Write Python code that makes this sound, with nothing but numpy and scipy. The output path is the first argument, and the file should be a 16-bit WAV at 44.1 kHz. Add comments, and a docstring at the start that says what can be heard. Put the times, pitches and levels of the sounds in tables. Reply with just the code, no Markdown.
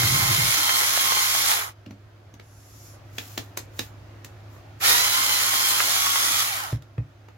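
"""A cordless screwdriver turns a hand coffee grinder on a kitchen worktop, in two runs.
Its gears whine and rattle, beans crunch in the burrs, and the worktop booms when the grinder shakes
or is knocked. Between and after the runs the tool's plastic clicks and rubs as it is handled.
An appliance hums; gain control ducks under the motor and lets the room swell back."""
import sys
import numpy as np
from scipy import signal
from scipy.fft import rfft, irfft, next_fast_len
from scipy.io import wavfile
from scipy.ndimage import uniform_filter1d, minimum_filter1d

SR = 44100
rng = np.random.default_rng(int(sys.argv[2]) if len(sys.argv) > 2 else 0)


def log_audio(samples):
    """Write samples as a 16-bit WAV file to the path given in sys.argv[1]."""
    # one column per channel
    frames = np.atleast_2d(samples).T
    # limit to full scale, then quantise
    limited = np.clip(frames, -1, 1)
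    pcm = np.round(limited * 32767).astype(np.int16)
    wavfile.write(sys.argv[1], SR, pcm)


N = 325017
TIME = np.arange(N) / SR
RADIATES_HZ = 780  # the small housing radiates poorly below this

# stereo phase of the gearbox: f/Hz, lag of right behind left/rad
GEAR_PHASE = [(200, -1.5), (600, -0.58), (780, -0.76), (900, -3), (1100, -2), (1450, -4), (1750, -2.5),
              (3200, -2.5), (4100, -2), (5500, -3), (8000, -7)]
# stereo image of room and handling noise, wider in the treble: f/Hz, left-right coherence
AIR_COHERENCE = [(60, .92), (180, .9), (550, .4), (1650, .1), (15000, .05)]


def gain_of(db):
    """Decibels to a factor."""
    return 10 ** (np.asarray(db) / 20)


def unit_rms(x):
    """Scales to rms 1."""
    return x / np.sqrt(np.mean(x ** 2) + 1e-20)


def at_hz(points, hz):
    """Reads a curve of (f/Hz, value) on a log-frequency axis."""
    f, value = np.transpose(points)
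    return np.interp(np.log(hz + 1), np.log(f + 1), value)


def follow(rows, column=1):
    """Automation curve through one column of rows that begin with t/s."""
    rows = np.array(rows)
    return np.interp(TIME, rows[:, 0], rows[:, column])


def swells(rows):
    """Bell-shaped envelopes from rows of (t/s, level/dB, length/s)."""
    return sum(gain_of(db) * np.exp(-(2 * (TIME - s) / length) ** 2) for s, db, length in rows)


def add(mix, s, sound):
    """Mixes a sound in at s seconds."""
    part = mix[..., round(s * SR):][..., :sound.shape[-1]]
    part += sound[..., :part.shape[-1]]


def wander(rate_hz):
    """Smooth random modulation of rms 1, rolling off above rate_hz."""
    hz = np.fft.rfftfreq(8192, N / 8192 / SR)
    slow = irfft(rfft(rng.standard_normal(8192)) / (1 + (hz / rate_hz) ** 4))
    return unit_rms(np.interp(np.linspace(0, 8191, N), np.arange(8192), slow))


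def hiss(colour, coherence, phase=None, patchy_db=-1.5, bass_patchy_db=0):
    """Stereo noise with drifting spectral patches; colour(hz) gives its spectrum in dB."""
    frames, hz = N // 256 + 5, np.fft.rfftfreq(1024, 1 / SR)
    a, b, c, d, patches = rng.standard_normal((5, frames, 513))
    patches = unit_rms(uniform_filter1d(uniform_filter1d(patches, size=18, axis=0), size=4, axis=1))
    same = np.clip(at_hz(coherence, hz), 0, 1)
    left = a + 1j * b
    right = same * left + np.sqrt(1 - same ** 2) * (c + 1j * d)
    if phase is not None:
        right = right * np.exp(-1j * at_hz(phase, hz))
    depth_db = patchy_db + bass_patchy_db / (1 + (hz / 650) ** 4)
    spectra = np.array([left, right]) * gain_of(colour(hz) + depth_db * patches)
    return unit_rms(signal.istft(spectra.transpose(0, 2, 1), nperseg=1024, noverlap=768)[1][:, :N])


def band(x, low_hz, high_hz):
    """Gentle band-pass."""
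    return signal.sosfilt(signal.butter(2, [low_hz, high_hz], "band", fs=SR, output="sos"), x)


def motor(spin_up_s=.024, let_go_s=.0099, coast_power=1.2, last_turns=.17):
    """Each run spins up, grinds and coasts to rest; gives share of full speed, release and loudness."""
    # on/s, off/s, coasting/s, driven level/dB, freewheeling level/dB, exponent of loudness with speed
    runs = [(-.5, 1.5, .26, -25.5, -23, 1.05), (4.792, 6.425, 0.385, -26, -28.5, 0.48)]
    pace, release, loudness = np.zeros((3, N))
    for on_s, off_s, coast_s, drive_db, freewheel_db, power in runs:
        spin_up = 1 - np.exp(-np.maximum(TIME - on_s, 0) / spin_up_s)
        turning = spin_up * np.clip(1 - (TIME - off_s) / coast_s, 0, 1) ** coast_power
        released = np.clip((TIME - off_s) / let_go_s, 0, 1) * (turning > 0)  # the gears go slack
        striking = spin_up ** 2.5 * turning ** power * np.tanh(turning / last_turns)
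        pace += turning
        release += released
        loudness += striking * gain_of(drive_db + (freewheel_db - drive_db) * released)
    return pace, release, loudness


def housing(hz):
    """The housing colours the rattle: its left and right spectra in dB."""
    # rattle of gears and burrs: f/Hz, level/dB
    spectrum = [(30, -33), (100, -51.5), (290, -11.5), (400, -15), (570, -12), (900, -1.5), (1400, -1.5),
                (2600, 0.5), (3500, -1), (6500, -0.5), (7350, 0.5), (7800, -7), (9200, -4), (11500, 0),
                (16000, -9)]
    # resonances and hollows of the housing: f/Hz, width/Hz, gain/dB
    resonances = [(1090, 230, 2), (1350, 110, 2.5), (1680, 150, -2.5), (1970, 120, 1), (2270, 90, 1),
                  (2680, 230, -4.5), (3300, 170, .5), (4750, 250, -1.5), (6400, 200, 1.5)]
    # stereo balance: f/Hz, left minus right/dB
    balance = [(300, 1), (750, -3), (1130, 0), (1450, -4.5), (2000, -3.5), (2900, 0), (4000, -2),
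               (6800, -2), (8200, 0), (15000, -1)]
    peaks = sum(db * np.exp(-((hz - f) / width) ** 2) for f, width, db in resonances)
    return at_hz(spectrum, hz) + peaks + np.array([.5, -.5])[:, None, None] * at_hz(balance, hz)


def buzz(planet, harmonics=96, size=4096, width=.67, drift=.433):
    """The same uneven teeth meet on every turn of the planet gears: a fine comb of harmonics."""
    shared, *sides = rng.standard_normal((3, harmonics)) + 1j * rng.standard_normal((3, harmonics))
    turn = np.arange(size) * 2 * np.pi / size
    angle = planet + drift * wander(6.8) / harmonics
    strikes = [np.interp(angle, turn, irfft(shared + width * own, size), period=2 * np.pi)
               for own in sides]
    padded = next_fast_len(N)
    hz = np.fft.rfftfreq(padded, 1 / SR)
    colour = gain_of(housing(hz)[:, 0]) * np.minimum(hz / RADIATES_HZ, 1) ** 2
    lag = np.exp(-1j * np.outer([0, 1], at_hz(GEAR_PHASE, hz)))
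    return unit_rms(irfft(rfft(strikes, padded) * colour * lag, padded)[:, :N])


def rattle(teeth, speed, tooth_depth=.22, rough_db=-1.16, buzz_db=-10, dull_hz=1800):
    """Every meeting of teeth gives a puff of noise; gears that run out of true make it throb."""
    puffs = np.exp(tooth_depth * np.cos(teeth))
    planet, shaft = teeth / 16, teeth * 3 / 16
    throb = 1 + .034 * np.cos(planet) + .027 * np.cos(shaft)
    # stereo image of the gearbox: f/Hz, left-right coherence (below 0 counts as 0)
    coherence = [(200, -0.5), (450, 1.5), (740, -0.54), (1020, 1.2), (1220, 0.08), (1500, -9.5),
                 (2100, 0.27), (2650, 0.66), (3200, 0), (4500, -0.17), (9000, 0.05)]
    noise = hiss(housing, coherence, GEAR_PHASE, patchy_db=1.7, bass_patchy_db=2.0)
    noise *= unit_rms(puffs * throb * gain_of(rough_db * wander(350)))
    noise += gain_of(buzz_db) * buzz(planet)
    # slower teeth strike more softly and lose treble
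    dull = signal.lfilter(*signal.butter(1, dull_hz, fs=SR), noise)
    return dull + (noise - dull) * speed ** .68


def whine(teeth, tooth_hz, released, jitter_rad=.09, sideband=.25, flutter_hz=42, fade_db=1.6):
    """The gears sing at orders of the tooth rate, broken up by the uneven load."""
    # orders and sidebands: multiple of the tooth rate
    orders = [1, 19 / 16, 29 / 16, 2, 47 / 16, 3, 51 / 16, 4, 5, 6, 7, 8]
    # mix, one row an order: left/dB, right/dB
    order_mix = [(-17.5, -18.5), (-27, -31), (-29, -23), (-21.5, -12.5), (-27, -23), (-13, -18), (-28, -27),
                 (-22, -15), (-25, -24), (-26, -22), (-31, -29), (-30, -33)]
    # level rides, shared by nearby sidebands: t/s, order 1/dB, 2/dB, 3/dB, 4/dB, 5 and up/dB
    rides = [(0, -1, 4, -1, -4, -2), (.1, -4, 2, -1, -4, -2), (.22, 2, 3.5, 2, -4, -2),
             (.4, -3, 3, 1, -4, -2), (.5, -7, 0, -6, -6, -3), (.6, -2, 1, 0, -3, -2), (.71, 5, 1, 5, -1, 0),
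             (.83, 1, 3, 2, 2, 0), (.91, -6, -6, -4, -4, -4), (1, -1, -2, 0, -5, -2), (1.11, 7, 1, 5, 1, 0),
             (1.23, 1, -1, 3, 1, 0), (1.38, -1, -3, 1, -4, -2), (1.45, -6, -7, -4, -6, -4),
             (1.52, -2, -3, -3, -5, -4), (4.84, -2, 0, -8, 1, 4), (4.95, 4, 1, -8, 4, 7),
             (5.05, -3, 0, 0, 2, 2), (5.2, 3, 0.5, 3, 2, 1), (5.42, -4, 1, 0, 0, 0),
             (5.56, 2, -3, 3, 0, -1), (5.72, 1, -1, 2, 1, -1), (5.9, -6, -4, -3, -3, -4),
             (6.06, 4, -8, 5, -3, -4), (6.22, 1, -9, 3, -5, -5), (6.35, -4, -9, 1, -6, -6),
             (6.42, -3, -6, 4, -6, -5), (6.55, -2, 0, 0, -2, -4)]
    # how far the load breaks a tone up: f/Hz, flutter share (0 clean, 1 all flutter)
    breakup = [(1000, .45), (2000, .42), (3200, .68), (4200, .75)]
    # coasting leaves mostly the low resonance: f/Hz, gain/dB
    coasting_eq = [(450, -14), (750, 4), (1300, 4), (2000, 1), (3500, -7)]
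    speed = tooth_hz / tooth_hz.max()
    shaken = teeth + (jitter_rad + (1 - speed) ** 2) * wander(49)  # slack blurs the pitch as gears slow
    planet = teeth / 16
    out = np.zeros((2, N))
    for order, sides_db in zip(orders, order_mix):
        hz = order * tooth_hz
        broken = at_hz(breakup, hz.max())
        scatter = (wander(flutter_hz) + 1j * wander(flutter_hz)) / np.sqrt(2)
        flutter = np.sqrt(1 - broken ** 2) + broken * scatter
        throb = 1 + sideband * np.cos(planet + 2 * np.pi * rng.random())
        tone = flutter * throb * np.exp(1j * order * shaken)
        sides = tone.real, (tone * np.exp(-1j * at_hz(GEAR_PHASE, hz))).real
        level_db = follow(rides, min(round(order), 5)) + released * at_hz(coasting_eq, hz)
        radiated = np.minimum(hz / RADIATES_HZ, 1) ** 2
        strength = radiated * np.sqrt(speed) * gain_of(level_db)
        for side, db in enumerate(sides_db):
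            out[side] += gain_of(db) * strength * unit_rms(gain_of(fade_db * wander(15)) * sides[side])
    return out


def screwdriver(rattle_db=1.5, whine_db=4.2, uneven_db=.4):
    """Motor speed drives the whine and rattle of the gearbox; the load of the beans slows it."""
    # speed that the beans allow, one curve a run: t/s, tooth rate/Hz
    grinding = [
        [(0, 1062), (.05, 1038), (.08, 1070), (.13, 1078), (.22, 1038), (.3, 1060), (.36, 1032), (.51, 1094),
         (.54, 1042), (.65, 1054), (.67, 1036), (.77, 1066), (.84, 1010), (.86, 1014), (.94, 1098),
         (1.02, 1090), (1.05, 1064), (1.21, 1058), (1.24, 1038), (1.38, 1096), (1.48, 1108)],
        [(4.85, 972), (4.88, 958), (4.92, 942), (4.955, 948), (4.99, 975), (5.03, 1024), (5.15, 1024),
         (5.21, 1064), (5.27, 1036), (5.39, 1016), (5.45, 1072), (5.5, 1090), (5.61, 1054), (5.66, 1066),
         (5.73, 1028), (5.77, 1056), (5.81, 1028), (6, 1126), (6.11, 1116), (6.18, 1100), (6.24, 1144),
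         (6.43, 1124)],
    ]
    # the gears bite hardest as the motor takes up the load: t/s, added drive/dB, length/s
    bite = [(4.905, -6, 0.16)]
    pace, released, loudness = motor()
    tooth_hz = np.maximum(follow(np.vstack(grinding)) * pace * (1 + .002 * wander(18)), 1)
    teeth = 2 * np.pi * np.cumsum(tooth_hz) / SR  # phase, one cycle a tooth
    gears = gain_of(rattle_db) * rattle(teeth, tooth_hz / tooth_hz.max())
    gears += gain_of(whine_db) * whine(teeth, tooth_hz, released)
    return gears * loudness * gain_of(uneven_db * wander(19)) * (1 + swells(bite))


def shudder(boom_hz=128, drift=.093, rock_hz=11.63, rock_db=2, held_at_s=.482, settle_s=.034):
    """The burrs catch and rock the grinder, which keeps the worktop booming until it is held firm."""
    # rumble under the boom: f/Hz, level/dB
    spectrum = [(30, 0), (70, -14), (140, 6), (200, -17), (330, -6), (450, -26.5), (1500, -59.5)]
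    pitch_hz = boom_hz * (1 + drift * wander(19))
    boom = unit_rms(np.sin(2 * np.pi * np.cumsum(pitch_hz) / SR) * gain_of(2 * wander(27)))
    rumble = hiss(lambda hz: at_hz(spectrum, hz), AIR_COHERENCE)
    rocking_db = rock_db * np.cos(2 * np.pi * rock_hz * (TIME - held_at_s))
    settling = np.exp(-np.maximum(TIME - held_at_s, 0) / settle_s)
    level = gain_of(-25.5 - 13 * TIME + rocking_db) * settling
    return (gain_of(-4) * boom + gain_of(-7) * rumble) * level


def room_tone(rush_db=-49, waver_db=1.0, sway_rad=.28):
    """An appliance hums and wavers over the soft rush of the room."""
    # partials of the hum: f/Hz, level against the rush/dB
    partials = [(103.4, 3), (275, -15.5), (346, -18), (621.5, -30.5)]
    # rush of the quiet kitchen: f/Hz, level/dB
    spectrum = [(15, -24), (25, -36), (52, -34), (76, -8), (108, -9.5), (185, -26), (335, -17.5),
                (405, -24), (624, -20), (936, -26.5), (1290, -26), (6560, -42.5), (8360, -52), (13600, -49),
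                (16000, -52.5)]
    hum = np.zeros(N)
    for hz, db in partials:
        tone = np.sin(2 * np.pi * hz * TIME + sway_rad * wander(17))
        hum += gain_of(db) * unit_rms(tone * gain_of(waver_db * wander(25)))
    rush = hiss(lambda hz: at_hz(spectrum, hz), AIR_COHERENCE, patchy_db=1.2)
    return gain_of(rush_db) * (hum + rush)


def beans(crunch_hz=(750, 2300), grit_hz=(5000, 14000), clump_db=-2.0):
    """A bean breaks as a short clump of cracks; its crumbs hiss."""
    # beans cracking in the burrs: t/s, level/dB, length/s
    crunches = [(.0232, -25.5, .0026), (.0335, -22.5, .0026), (.698, -26, .016), (.8113, -21.5, .0026),
                (.8271, -22, .0026), (.8359, -23.5, .0026), (.976, -17.5, .0028), (1.02, -24, .0023),
                (1.123, -22, .0026), (1.172, -22.5, .0026), (1.3513, -22, .003), (1.495, -25.5, .003),
                (1.517, -23, .003), (1.52, -33, .04), (5.5357, -24.5, .0026), (5.8045, -19.5, .0042),
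                (5.808, -32, .035), (5.9645, -24.5, .0026), (6.0685, -22.5, .0026), (6.1586, -23.5, .0026)]
    # fine grit running through the burrs: t/s, level/dB, length/s
    grit = [(.19, -29.5, .04), (.51, -34.5, 0.099), (.78, -28, 0.071), (1.5, -28.5, 0.063),
            (5.69, -27.5, 0.092)]
    cracks = rng.standard_normal((2, N)) * gain_of(clump_db * wander(400))
    crunch = unit_rms(band(cracks, *crunch_hz)) * swells(crunches)
    return crunch + unit_rms(band(cracks, *grit_hz)) * swells(grit)


def clicks(slip_s=.0018, rise_s=.00052, rebound_s=.002, snap_t60=.012, chatter_t60=.17, part_t60=.017):
    """Plastic slips for a moment, snaps home, bounces once, chatters and rings in the shell."""
    # t/s, level/dB, treble/dB (flat at -19), mids/dB (flat at -17), struck part's f/Hz, its level/dB
    cues = [(1.862, -38.5, -42, -20, 2800, 2), (1.908, -37, -34, -14, 5900, -6),
            (2.34, -43.5, -35, -24, 6130, 5), (2.397, -36.5, -41, -19.5, 2200, -2),
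            (3.183, -24, -41, -29, 3300, -5), (3.3773, -22, -33, -24, 2860, -8),
            (3.573, -23, -25.5, -21, 5500, -29), (3.792, -21.5, -33, -25, 3890, 3.5),
            (4.246, -36, -26.5, -24.5, 2720, -1), (4.563, -44, -33, 2, 1300, -13),
            (4.803, -42, -28.5, -25, 1000, -16), (6.727, -28, -53, -8, 2390, -18),
            (6.822, -43.5, -31, -21, 3700, -11.5), (6.98, -30.5, -69.5, -6, 2530, -2),
            (7.285, -38, -35, -9, 2800, -9)]
    # noise of a snap: f/Hz, level/dB
    spectrum = [(88, -36.5), (150, -9.5), (309, 4), (759, -7), (1630, -10), (1790, -5), (2140, -10.5),
                (3840, -13), (6910, -7), (8730, -14), (14000, -7.5), (16000, -14)]
    # modes of the plastic shell: f/Hz, level/dB, t60/s
    shell_modes = [(1854, -15.5, 0.044), (4300, -20, 0.13), (5200, -30, 0.1), (5400, -25, 0.068),
                   (6390, -8, 0.038), (6800, -17, 0.056)]
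    out, t = np.zeros((2, N)), (np.arange(8192) - 512) / SR
    hz, after = np.fft.rfftfreq(len(t), 1 / SR), np.maximum(t, 0)
    slip = gain_of(-10) * np.exp(-abs(t) / slip_s)
    rise = 1 - np.exp(-after / rise_s)
    snap = gain_of(-60 * after / snap_t60)
    rebound = (t > rebound_s) * gain_of(-3 - 60 * abs(t - rebound_s) / snap_t60)
    chatter = gain_of(-15 - 60 * after / chatter_t60)
    force = slip + rebound + rise * (snap + chatter)
    for s, db, treble_db, mids_db, part_hz, part_db in cues:
        tilt = gain_of(at_hz([(1200, mids_db + 17), (3500, .0046), (9000, treble_db + 19)], hz))
        shared, *own = rng.standard_normal((3, len(t)))
        noise = unit_rms(irfft(rfft(.9 * shared + np.array(own)) * gain_of(at_hz(spectrum, hz)) * tilt))
        ring = np.zeros_like(noise)
        for f, mode_db, t60 in shell_modes:
            envelope = np.interp(f, hz, tilt) * gain_of(mode_db - 60 * after / t60)
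            ring += envelope * np.sin(2 * np.pi * (f * t + rng.random((2, 1))))
        part = np.sin(2 * np.pi * (part_hz * t + rng.random((2, 1)) / 4))
        ring += gain_of(part_db - 60 * after / part_t60) * part
        add(out, s + t[0], gain_of(db + 1) * (noise * force + ring * rise))
    return out


def thumps(rise_s=.0083):
    """At a knock, worktop and grinder each swing up in about a cycle and ring out."""
    # knocks on the grinder: t/s, worktop level/dB, body level/dB
    knocks = [(1.867, -31, -30), (1.907, -38, -31), (2.338, -52, -41), (3.186, -53, -67), (3.38, -32, -56),
              (3.793, -37, -40), (6.727, -6.5, -29), (6.981, -7.5, -30)]
    # modes of the worktop: f/Hz, level/dB, t60/s
    worktop_modes = [(115.3, 3.5, 0.11), (140.7, -14.5, 0.25), (66, -8, 0.14)]
    # modes of the grinder's hollow body: f/Hz, level/dB, t60/s
    body_modes = [(203, -7, 0.22), (240, 6.5, 0.062), (283, -3, 0.2), (340, -27, 0.097), (585, -16, 0.1)]
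    rise_cycles = rise_s * worktop_modes[0][0]
    out, t = np.zeros(N), np.arange(SR // 3) / SR
    for s, *levels_db in knocks:
        for db, modes in zip(levels_db, (worktop_modes, body_modes)):
            for hz, mode_db, t60 in modes:
                swing = np.sin(2 * np.pi * hz * t) * (1 - np.exp(-t * hz / rise_cycles))
                add(out, s, gain_of(db + mode_db - 60 * t / t60) * swing)
    return out


def hand_slide(squeak_db=-11, blur_rad=1.5):
    """Skin hisses over the tool's textured plastic, with a thin gliding squeak."""
    # the stroke of the hand: t/s, level/dB, squeak f/Hz
    stroke = [(2.39, -85, 11000), (2.43, -61, 11000), (2.6, -54.5, 10900), (2.75, -52.5, 11800),
              (2.87, -50, 11900), (2.95, -56.5, 10000), (3.02, -88, 9500)]
    # skin on plastic: f/Hz, level/dB
    spectrum = [(2500, -22), (4300, -8.5), (5500, 0), (7100, -0.5), (8200, -12), (12000, -5), (15500, -15)]
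    level_db, squeak_hz = follow(stroke, 1), follow(stroke, 2)
    squeak = unit_rms(np.sin(2 * np.pi * np.cumsum(squeak_hz) / SR + blur_rad * wander(147.3)))
    skin = hiss(lambda hz: at_hz(spectrum, hz), AIR_COHERENCE)
    return gain_of(level_db) * (skin + gain_of(squeak_db) * squeak)


def rubs(catch_db=1.2):
    """Plastic slides on plastic with smooth dry friction as the tool is adjusted."""
    # adjusting moves: t/s, level/dB, length/s
    moves = [(3.205, -50, 0.091), (3.3, -48, 0.28), (3.815, -47, 0.12), (4.55, -61, 0.11),
             (4.806, -49, .025)]
    # plastic on plastic: f/Hz, level/dB
    spectrum = [(300, -10), (1500, 2), (4500, 0), (7200, 4), (8200, -7), (12500, 2.5), (16000, 0)]
    friction = hiss(lambda hz: at_hz(spectrum, hz), AIR_COHERENCE)
    return friction * gain_of(catch_db * wander(120)) * swells(moves)


def kitchen_reverb(x, density=.1, predelay_s=.005):
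    """Sparse reflections that die band by band."""
    # decay of the kitchen: f/Hz, t60/s
    decay = [(200, 0.15), (1000, 0.16), (4000, 0.14), (9000, 0.152), (16000, 0.078)]
    taps = rng.standard_normal((2, SR // 2)) * (rng.random((2, SR // 2)) < density)
    taps[:, :round(predelay_s * SR)] = 0
    hz, t, spectra = signal.stft(taps, SR, nperseg=256)
    tail = signal.istft(spectra * gain_of(-60 * t / at_hz(decay, hz)[:, None]), SR, nperseg=256)[1]
    return signal.fftconvolve(x, tail / np.linalg.norm(tail[0]), axes=1)[:, :N]


def scene(drive_db=7.5, reverb_db=-7):
    """Tool, grinder and worktop up close; only the handling feeds the reverb."""
    drive = gain_of(drive_db) * (screwdriver() + beans() + shudder())
    handling = clicks() + rubs() + hand_slide()
    low_end = (thumps() + room_tone()) * gain_of([[-.4], [.4]])  # leans slightly right
    return drive + handling + gain_of(reverb_db) * kitchen_reverb(handling) + low_end


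def record(dry, threshold_db=-28, max_cut_db=5, recover_db_per_s=27, attack_s=.25, hold_s=.88,
           low_cut_hz=39, high_cut_hz=16150):
    """Low cut; gain control that ducks under loud sounds, holds and creeps back; then a high cut."""
    dry = signal.sosfilt(signal.butter(3, low_cut_hz, "high", fs=SR, output="sos"), dry)
    power_db = 10 * np.log10(abs(uniform_filter1d((dry ** 2).mean(0), size=4000)) + 1e-12)
    over_db = np.clip(power_db - threshold_db, 0, max_cut_db)
    half = round(hold_s * SR / 2)
    held_db = -minimum_filter1d(-over_db, size=2 * half + 1, origin=half, mode="nearest")
    recovery_db = TIME * recover_db_per_s
    target_db = np.maximum.accumulate(held_db + recovery_db) - recovery_db
    pole = np.exp(-1 / (attack_s * SR))
    cut_db = target_db[0] + signal.lfilter([1 - pole], [1, -pole], target_db - target_db[0])
    high_cut = signal.firwin(511, high_cut_hz, window=("kaiser", 9), fs=SR)
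    return signal.oaconvolve(dry / gain_of(cut_db), high_cut[None], "same")


dry = scene()
out = record(dry)
log_audio(out)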